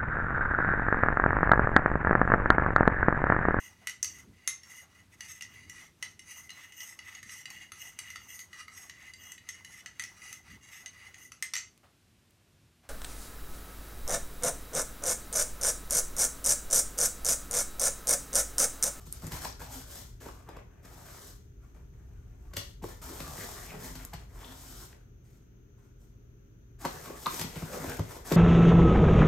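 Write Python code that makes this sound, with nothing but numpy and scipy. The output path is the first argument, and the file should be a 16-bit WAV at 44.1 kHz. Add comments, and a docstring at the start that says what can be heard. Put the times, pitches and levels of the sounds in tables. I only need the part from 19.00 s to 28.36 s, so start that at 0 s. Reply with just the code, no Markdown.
"""A low hum and rumble fill a small, quiet room, where a long, empty cardboard box lies on a wooden table.
From the start, hands fold its flaps back: skin and card hiss and rasp as they slide, pushes make the
hollow box thump, and creases crack as they bend. After about six seconds the flaps settle softly.
Near eight seconds the box is gripped, pushed and tipped over, ending in a heavy knock."""
import sys
import numpy as np
from scipy import signal
from scipy.fft import rfft, irfft, next_fast_len
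from scipy.io import wavfile

SR = 44100
rng = np.random.default_rng(int(sys.argv[2]) if len(sys.argv) > 2 else 0)


def wrap_up_sound(samples):
    """Save the sound to the file named by the first command line argument, as 16-bit audio."""
    columns = np.atleast_2d(samples).T
    # keep every value between -1 and 1, then stretch to whole-number steps
    tamed = np.clip(columns, -1, 1)
    steps = np.round(tamed * 32767).astype(np.int16)
    wavfile.write(sys.argv[1], SR, steps)


N = 412776

# The pitch ranges of the hollow body, struck walls, flaps and rubbed walls.
THUMP_HZ, WALL_HZ, FLAP_HZ, DRAG_HZ = (60, 280), (280, 700), (700, 2500), (130, 700)
FLAP_CENTRE_HZ = 928   # where a flap usually rings


def from_db(db):
    """Turn decibels into a number to multiply by."""
    return 10 ** (np.asarray(db) / 20)


def rms_one(x):
    """Scale a signal so that its average strength (rms) is 1."""
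    return x / np.sqrt(np.mean(x ** 2) + 1e-20)


def at_hz(points, hz):
    """Read between a table's rows on a scale of octaves."""
    pitches, values = np.transpose(points)
    return np.interp(np.log(np.maximum(hz, 1)), np.log(pitches), values)


def band(x, low, high):
    """Keep the sound between two pitches in Hz."""
    return signal.sosfilt(signal.butter(2, [low, min(high, .48 * SR)], "band", fs=SR, output="sos"), x)


def colour(x, spectrum, size=4096):
    """Make each pitch louder or softer, with no echo ahead of the sound (minimum phase)."""
    cepstrum = irfft(np.log(from_db(at_hz(spectrum, np.fft.rfftfreq(size, 1 / SR)))))
    cepstrum[1:size // 2] *= 2
    cepstrum[size // 2 + 1:] = 0
    return signal.oaconvolve(x, irfft(np.exp(rfft(cepstrum))))[:len(x)]


def drift(rate):
    """Wander at random, heading for a new value `rate` times a second."""
    knots = rng.standard_normal(N // 20)
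    return np.interp(np.arange(N) * min(rate / SR, 1 / 20), np.arange(len(knots)), knots) * np.sqrt(3 / 2)


def resonance(x, hz, width):
    """Ring at one pitch; a smaller width rings longer."""
    r = np.exp(-np.pi * width / SR)
    feedback = [1, -2 * r * np.cos(2 * np.pi * hz / SR), r * r]
    return (1 - r * r) / 2 * signal.lfilter([1, 0, -1], feedback, x + 1e-18)


def background(rumble_db=7.0, air_db=-58):
    """A low rumble swells and sinks under a soft rush of air and a steady hum."""
    # The rumble over time. Each row: time in seconds, level in dB.
    rumble_levels = [(0.0, -50.5), (0.5, -53), (2.2, -58), (2.9, -53), (5.1, -53), (6.3, -62), (7.0, -60.5),
                     (8.4, -57), (9.36, -57)]
    # The tone of the rumble and of the air. Each row: pitch in Hz, level in dB.
    rumble_tone = [(15, -24), (30, -5.5), (44, 4), (60, 2.5), (85, -2.5), (120, -9.5), (180, -18.5),
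                   (400, -56)]
    air_tone = [(50, -14.5), (120, 5.5), (160, -0.5), (260, -4.5), (400, -7.5), (490, -16), (800, -28.5),
                (1100, -29), (1400, -24), (1900, -30.5), (2800, -32), (5200, -44), (6300, -25), (7800, -52),
                (10000, -58), (13000, -36.5)]
    # The notes of the hum. Each row: pitch in Hz, rms level in dB.
    hum_notes = [(43.1, -66.5), (118.4, -62), (403.7, -74.5)]
    t = np.arange(N) / SR
    rumble = rms_one(np.array([colour(noise, rumble_tone) for noise in rng.standard_normal((2, N))]))
    air = rms_one(np.array([colour(noise, air_tone) for noise in rng.standard_normal((2, N))]))
    hum = sum(np.sqrt(2) * from_db(db) * np.sin(2 * np.pi * hz * t + .5 * drift(1.93))
              for hz, db in hum_notes)
    swell = from_db(rumble_db + np.interp(t, *np.transpose(rumble_levels)))
    return swell * rumble + from_db(air_db) * air + hum


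def box(force, span, centre_hz=None, focus_db=11.5, wander_db=None):
    """The box rings within a pitch range; the spot touched favours one pitch, or wanders among them."""
    # How the body, walls and flaps ring. Each row: pitch in Hz, width in Hz, relative level in dB.
    modes = [(85, 49, 7), (112.6, 48, 2.5), (147, 25, 3.5), (193.4, 59, -2.5), (259.2, 17.4, 5),
             (325, 97, 1.5), (394.5, 119, 1.5), (493, 20.3, 0), (558.5, 29, -4), (655, 117, -10),
             (776, 317, 1.5), (989, 223, 5), (1122, 151, 4), (1275, 190, -2.5), (1513, 255, -3.5),
             (1810, 510, -3), (2210, 1160, -4)]
    out, power = 0, 0
    for k, (hz, width, db) in enumerate(modes):
        if span[0] < hz < span[1]:
            if centre_hz is not None:
                db = db - focus_db * abs(np.log2(hz / centre_hz))
            if wander_db is not None:
                db = db + wander_db * drift(12)
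            gain = from_db(db)
            out = out + (-1) ** k * gain * resonance(force, hz, width)
            power = power + gain ** 2 * width
    return band(out / np.sqrt(power), *span)   # the modes share one supply of energy


def room(x, wet_db, build_s=0.00066, gap_s=0.003):
    """Add the room's dense echoes, different at each microphone."""
    # How long echoes last. Each row: pitch in Hz, seconds to fade by 60 dB.
    fade_times = [(100, 0.33), (400, 0.32), (1200, 0.3), (4500, 0.4), (9000, 0.17), (15000, 0.11)]
    t = np.arange(SR // 2) / SR
    edges = np.geomspace(50, 20000, 13)
    white, tail = rng.standard_normal((2, 2, len(t))), 0
    for k, (low, high) in enumerate(zip(edges, edges[1:])):
        fade = np.exp(-np.log(1000) * t / at_hz(fade_times, np.sqrt(low * high)))
        tail = tail + band(white[k % 2], low, high) * fade
    tail = tail * (1 - np.exp(-np.maximum(t - gap_s, 0) / build_s))
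    tail /= np.sqrt(np.sum(tail ** 2, axis=1, keepdims=True))
    echoes = signal.oaconvolve(x[None], tail, axes=1)[:, :N]
    wet = from_db(wet_db)
    return (x + wet * echoes) / np.sqrt(1 + wet ** 2 / 2)


def friction(per_s, size_db, smooth):
    """Fibres catch and let go: many uneven clicks over a smooth hiss."""
    sizes = from_db(size_db * np.minimum(rng.exponential(1, N), 5)) * rng.choice([-1, 1], N)
    clicks = rms_one(sizes * (rng.random(N) < per_s / SR))
    return rms_one(clicks + smooth * rng.standard_normal(N))


def stroke_levels(release_db_per_s=152):
    """Each stroke speeds up, holds and dies away; gives the strength of the hiss and of the shaking."""
    # Skin or card moving over card. Each row: start, length and rise time in seconds,
    # surface hiss in dB, shaking of flaps and walls in dB.
    strokes = [ (0.0, 0.025, 0.0033, -59, -63.5), (0.051, 0.017, 0.0065, -53.5, -66.5),
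               (0.118, 0.05, 0.008, -53, -60.5), (0.211, 0.065, 0.015, -50, -54),
               (0.299, 0.054, 0.027, -41.5, -47), (0.39, 0.05, 0.038, -42.5, -49),
               (0.591, 0.036, 0.007, -48, -51.5), (0.68, 0.095, 0.051, -44.5, -52.5),
               (0.842, 0.16, 0.069, -47, -56), (1.203, 0.059, 0.012, -52, -52.5),
               (1.323, 0.079, 0.027, -65, -64), (1.459, 0.13, 0.017, -70.5, -57),
               (1.701, 0.08, 0.0087, -79, -66.5), (1.822, 0.3, 0.025, -58, -58.5),
               (1.902, 0.39, 0.25, -51.5, -60.5), (2.59, 0.08, 0.053, -73, -68),
               (2.739, 0.026, 0.013, -70, -63), (2.92, 0.5, 0.02, -80.5, -73.5),
               (3.382, 0.17, 0.048, -74, -70.5), (3.558, 0.016, 0.013, -43.5, -52.5),
               (3.82, 0.1, 0.015, -52.5, -57), (4.012, 0.3, 0.0093, -46.5, -51),
               (4.267, 0.19, 0.12, -43, -49.5), (4.445, 0.21, 0.053, -46.5, -52),
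               (4.673, 0.078, 0.023, -54, -50), (4.771, 0.1, 0.076, -43.5, -49),
               (4.937, 0.082, 0.023, -52, -54.5), (5.114, 0.11, 0.013, -64, -61),
               (5.279, 0.25, 0.14, -54, -54.5), (5.478, 0.36, 0.12, -50.5, -59),
               (5.87, 0.083, 0.025, -85, -66), (6.22, 0.14, 0.04, -70.5, -76.5),
               (6.768, 0.1, 0.015, -76, -74.5), (6.98, 0.053, 0.04, -69, -76),
               (7.785, 0.28, 0.033, -49, -52), (8.028, 0.13, 0.017, -53.5, -52),
               (8.141, 0.1, 0.088, -45.5, -54.5), (8.27, 0.13, 0.046, -39, -46.5),
               (8.43, 0.32, 0.12, -48.5, -51), (8.696, 0.13, 0.042, -46.5, -46.5),
               (8.813, 0.12, 0.033, -44.5, -44), (9.001, 0.16, 0.11, -49.5, -51.5),
               (9.24, 0.14, 0.034, -41, -44.5)]
    power = np.zeros((2, N))
    for s, length, rise, hiss_db, shake_db in strokes:
        start = round(s * SR)
        t = np.arange(min(SR, N - start)) / SR
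        speed = np.minimum(t / rise, 1) * from_db(-release_db_per_s * np.maximum(t - length, 0))
        power[:, start:start + len(t)] += (from_db([[hiss_db], [shake_db]]) * speed) ** 2
    return np.sqrt(power)


def slides(hiss_db=-1.5, flap_db=-4.0, scrape_db=-4.5, wall_db=-3.0, judder_db=1.2, judder_rate=110.0):
    """Sliding hisses, scrapes and shakes the flaps and walls; the grip judders in all of them."""
    # The tone of the gritty hiss and of the broad scrape. Each row: pitch in Hz, level in dB.
    grit_tone = [(1200, -42.5), (2200, -27), (3000, -2.5), (4200, -1.5), (5500, 1), (7000, 3), (8200, 2.5),
                 (9200, 6), (10500, 2.5), (12500, 2), (14500, -4), (16000, -3.5)]
    scrape_tone = [(350, -21.5), (650, 3), (1000, -4), (1400, -2), (2000, -7), (2700, -11), (4000, -43.5)]
    hiss, shake = stroke_levels()
    grip = rms_one(from_db(judder_db * drift(judder_rate)))
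    fibres = grip * friction(per_s=5000, size_db=2.5, smooth=0.74)
    drag = grip * friction(per_s=800, size_db=3.5, smooth=0.66)
    surface = from_db(hiss_db) * hiss * rms_one(colour(fibres, grit_tone))
    scrape = from_db(scrape_db) * shake * rms_one(colour(fibres, scrape_tone))
    flaps = from_db(flap_db) * shake * rms_one(box(drag, FLAP_HZ, wander_db=6.5))
    walls = from_db(wall_db) * shake * rms_one(box(drag, DRAG_HZ, wander_db=4.0))
    return room(surface + scrape + flaps + walls, wet_db=-5.0)


def strike(blows, thump_db=-1.0, wall_db=-7.5, flap_db=-11.5,
           snap_share=0.6, crush=0.78, touch_s=0.0047, graze=0.1):
    """In each blow, skin or card grazes the box, then pushes it: the box rings and the surface cracks."""
    # The tone of the crack. Each row: pitch in Hz, level in dB.
    crack_tone = [(900, -15), (1900, 7.5), (2800, 2.5), (4400, 4), (6000, 2.5), (8500, 2.5), (10500, 0.5),
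                  (12500, 4), (16000, -11)]
    lead, window = round(.012 * SR), round(.03 * SR)
    t = (np.arange(SR // 5) - lead) / SR   # the push lands at t = 0
    ring, crack = np.zeros((2, N + len(t)))
    for s, crack_db, thump, wall, flap, thump_hz, flap_hz, contact_s in blows:
        fibres = rng.standard_normal((2, len(t)))
        pressing = np.exp(np.where(t < 0, t / touch_s, -t / contact_s))
        push = signal.unit_impulse(len(t), lead)
        crushing = crush * fibres[0] * pressing / np.sqrt(contact_s * SR / 2)
        start = round(s * SR) - lead
        at = slice(start, start + len(t))
        # The hollow body feels only the push; walls and flaps also feel the fibres give way.
        for force, span, centre, db in ((push, THUMP_HZ, thump_hz, thump + thump_db),
                                        (push + crushing, WALL_HZ, None, wall + wall_db),
                                        (push + crushing, FLAP_HZ, flap_hz, flap + flap_db)):
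            part = box(force, span, centre)
            ring[at] += from_db(db) * part / np.sqrt(np.mean(part[lead:lead + window] ** 2))
        age = np.maximum(t, 0) / (snap_share * contact_s)
        burst = age * np.exp(1 - age) + graze * pressing * (t < 0)
        snap = colour(fibres[1] * burst, crack_tone)
        crack[at] += from_db(crack_db) * snap / np.abs(snap).max()
    return room(ring[:N], wet_db=-5.5) + room(crack[:N], wet_db=-1.5)


def thumps(wall_db=-5.5, flap_db=-6.5, crack_db=-4.0, contact_s=0.002):
    """List the soft blows, which go mostly into the hollow body."""
    # Pushes of the hand. Each row: start in seconds, level in dB, body pitch in Hz.
    pushes = [(0.069, -49.5, 142), (0.2299, -46, 185), (0.2418, -42.5, 115), (0.2678, -43.5, 131),
              (0.3379, -46, 92), (3.569, -39, 111), (3.8228, -44.5, 190), (4.3875, -46, 92),
              (4.735, -49, 175), (4.9, -49, 148), (5.135, -48, 160), (8.4408, -37.5, 187),
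              (8.563, -38.5, 148), (8.6227, -35.5, 159), (8.7975, -42.5, 185.5), (8.8774, -38.5, 91),
              (8.9934, -28, 107)]
    return [(s, db + crack_db, db, db + wall_db, db + flap_db, hz, FLAP_CENTRE_HZ, contact_s)
            for s, db, hz in pushes]


def ticks(relative_width=0.51, decay_s=0.0012):
    """A fingernail or card edge makes a tiny snap, too light to move the box."""
    # Dry ticks. Each row: start in seconds, peak level in dB, pitch in Hz.
    taps = [(0.1256, -18.5, 8800), (0.268, -28.5, 9400), (2.937, -61, 1800), (5.0506, -25.5, 9300),
            (5.9290, -47.5, 1530), (8.2598, -24, 3500), (8.5590, -35.5, 2930)]
    t, out = np.arange(SR // 50) / SR, np.zeros(N)
    for s, db, hz in taps:
        start, width = round(s * SR), relative_width * hz
        burst = rng.standard_normal(len(t)) * np.exp(-t / decay_s)
        snap = resonance(resonance(burst, hz, width), hz, width)
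        out[start:start + len(t)] += from_db(db) * snap / np.abs(snap).max()
    return room(out, wet_db=-8.0)


def box_tones():
    """Brief tones of the box swell and fade: rubbed card singing, or a flap ringing after a slap."""
    # Brief tones. Each row: start and length in seconds, pitch and width in Hz, level in dB.
    tones = [(0.30, 0.11, 910, 220, -50.5), (0.435, 0.12, 5200, 1200, -55), (0.585, 0.22, 804, 201, -55.5),
             (1.938, 0.36, 1170, 350, -60.5), (3.56, 0.092, 4420, 900, -56), (4.076, 0.077, 337, 180, -51),
             (4.669, 0.082, 2300, 600, -53.5), (4.672, 0.27, 156, 45.6, -50.5),
             (5.37, 0.2, 3350, 700, -59.5), (8.056, 0.1, 400, 160, -51.5), (8.254, 0.042, 1180, 170, -34.5),
             (8.674, 0.14, 530, 162, -43), (9.027, 0.23, 370, 298, -53.5)]
    noise, out = friction(per_s=520, size_db=5.5, smooth=0.74), np.zeros(N)
    for s, length, hz, width, db in tones:
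        at = slice(round(s * SR), min(round((s + length) * SR), N))
        tone = rms_one(resonance(resonance(noise[at], hz, width), hz, 2 * width))
        out[at] += from_db(db) * tone * np.sin(np.linspace(0, np.pi, len(tone)))
    return room(out, wet_db=-7.0)


def creases(thump_db=-3.0, wall_db=-3.0, contact_s=0.0038, body_hz=131, crease_hz=1530):
    """List the blows of creases suddenly giving way: bright cracks with a high ring."""
    # Bending creases. Each row: start in seconds, crack peak in dB, shaking of the box in dB.
    bends = [(0.318, -29.5, -43), (0.4473, -28.5, -46), (0.6173, -39, -52), (1.203, -47, -67),
             (1.85, -53, -59), (3.535, -38, -46.5), (3.5666, -20.5, -48), (3.5728, -49, -48.5),
             (4.2019, -31.5, -45), (4.9527, -35, -48), (5.134, -32.5, -49), (7.85, -29, -45),
             (8.3934, -25, -43), (8.4124, -21.5, -39), (9.3199, -23.5, -30.5)]
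    return [(s, crack, db + thump_db, db + wall_db, db, body_hz, crease_hz, contact_s)
            for s, crack, db in bends]


def slaps(thump_db=-21.5, wall_db=-18.5, crack_db=-2.0, contact_s=0.0017, body_hz=245):
    """List the blows on a loose flap, which rings almost alone."""
    # Slaps. Each row: start in seconds, level in dB, flap pitch in Hz.
    hits = [(0.452, -30, 840), (0.6172, -42, 848), (5.1333, -40.5, 743), (5.1403, -40.5, 1030),
            (5.43, -46, 1250), (8.2658, -21.5, 1080)]
    return [(s, db + crack_db, db + thump_db, db + wall_db, db, body_hz, hz, contact_s)
            for s, db, hz in hits]


def knocks(thump_db=-10.0, crack_db=-1.5, contact_s=0.003):
    """List the firm blows, which shake the whole box."""
    # Knocks. Each row: start in seconds, wall level in dB, flap level in dB, body pitch in Hz.
    hits = [(1.261, -40.5, -42, 261), (1.286, -46, -40.5, 92), (1.488, -44.5, -41.5, 92),
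            (1.5664, -44.5, -43.5, 92), (3.8395, -33, -37, 108), (4.2011, -40.5, -45, 230),
            (7.8499, -32, -27, 280), (7.8552, -36.5, -29, 92), (8.0992, -39, -45.5, 256),
            (8.2602, -39, -43, 240), (8.7444, -41, -43, 156), (8.8427, -35.5, -36, 250),
            (9.3138, -21.5, -33, 200), (9.3319, -26, -32.5, 196)]
    return [(s, flap + crack_db, wall + thump_db, wall, flap, hz, FLAP_CENTRE_HZ, contact_s)
            for s, wall, flap, hz in hits]


def scene():
    """The handled box in its room."""
    blows = thumps() + knocks() + slaps() + creases()
    return strike(blows) + ticks() + slides() + box_tones() + background()


def record(dry):
    """Two close microphones hear each pitch a little differently and lose the highest treble."""
    # Stereo width. Each row: pitch in Hz, boost of the left-right difference in dB.
    widths = [(60, -27), (130, -9), (260, -9), (550, 2.5), (3000, 1), (6000, 2.5), (8000, -3),
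              (10000, -12.5), (11700, 6), (13300, -1), (15500, -39)]
    # Balance. Each row: pitch in Hz, how much louder the left is in dB.
    balances = [(60, .5), (250, 2), (1000, 1), (2200, 2.5), (5300, 6.5), (7500, 2), (9000, 1), (16000, -1)]
    # Timing. Each row: pitch in Hz, how far the left is ahead in radians.
    leads = [(700, 0), (1800, -.2), (3200, 1.1), (4700, .5), (7000, 0), (8300, -1.1), (9800, -3.1),
             (10600, -3.4), (13000, -6.2), (14200, -6.4), (16000, -9)]
    cutoff_hz = 15900
    size = next_fast_len(N + SR // 4)
    hz = np.fft.rfftfreq(size, 1 / SR)
    left, right = rfft(dry, size)
    sides = np.array([[1], [-1]])
    pair = (left + right) / 2 + sides * (left - right) / 2 * from_db(at_hz(widths, hz))
    pair *= from_db(sides * at_hz(balances, hz) / 2)
    pair *= np.exp(1j * sides * at_hz(leads, hz) / 2)
    pair /= np.sqrt(1 + (hz / cutoff_hz) ** 200)
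    return irfft(pair, size)[:, :N]


dry = scene()
out = record(dry)
wrap_up_sound(out)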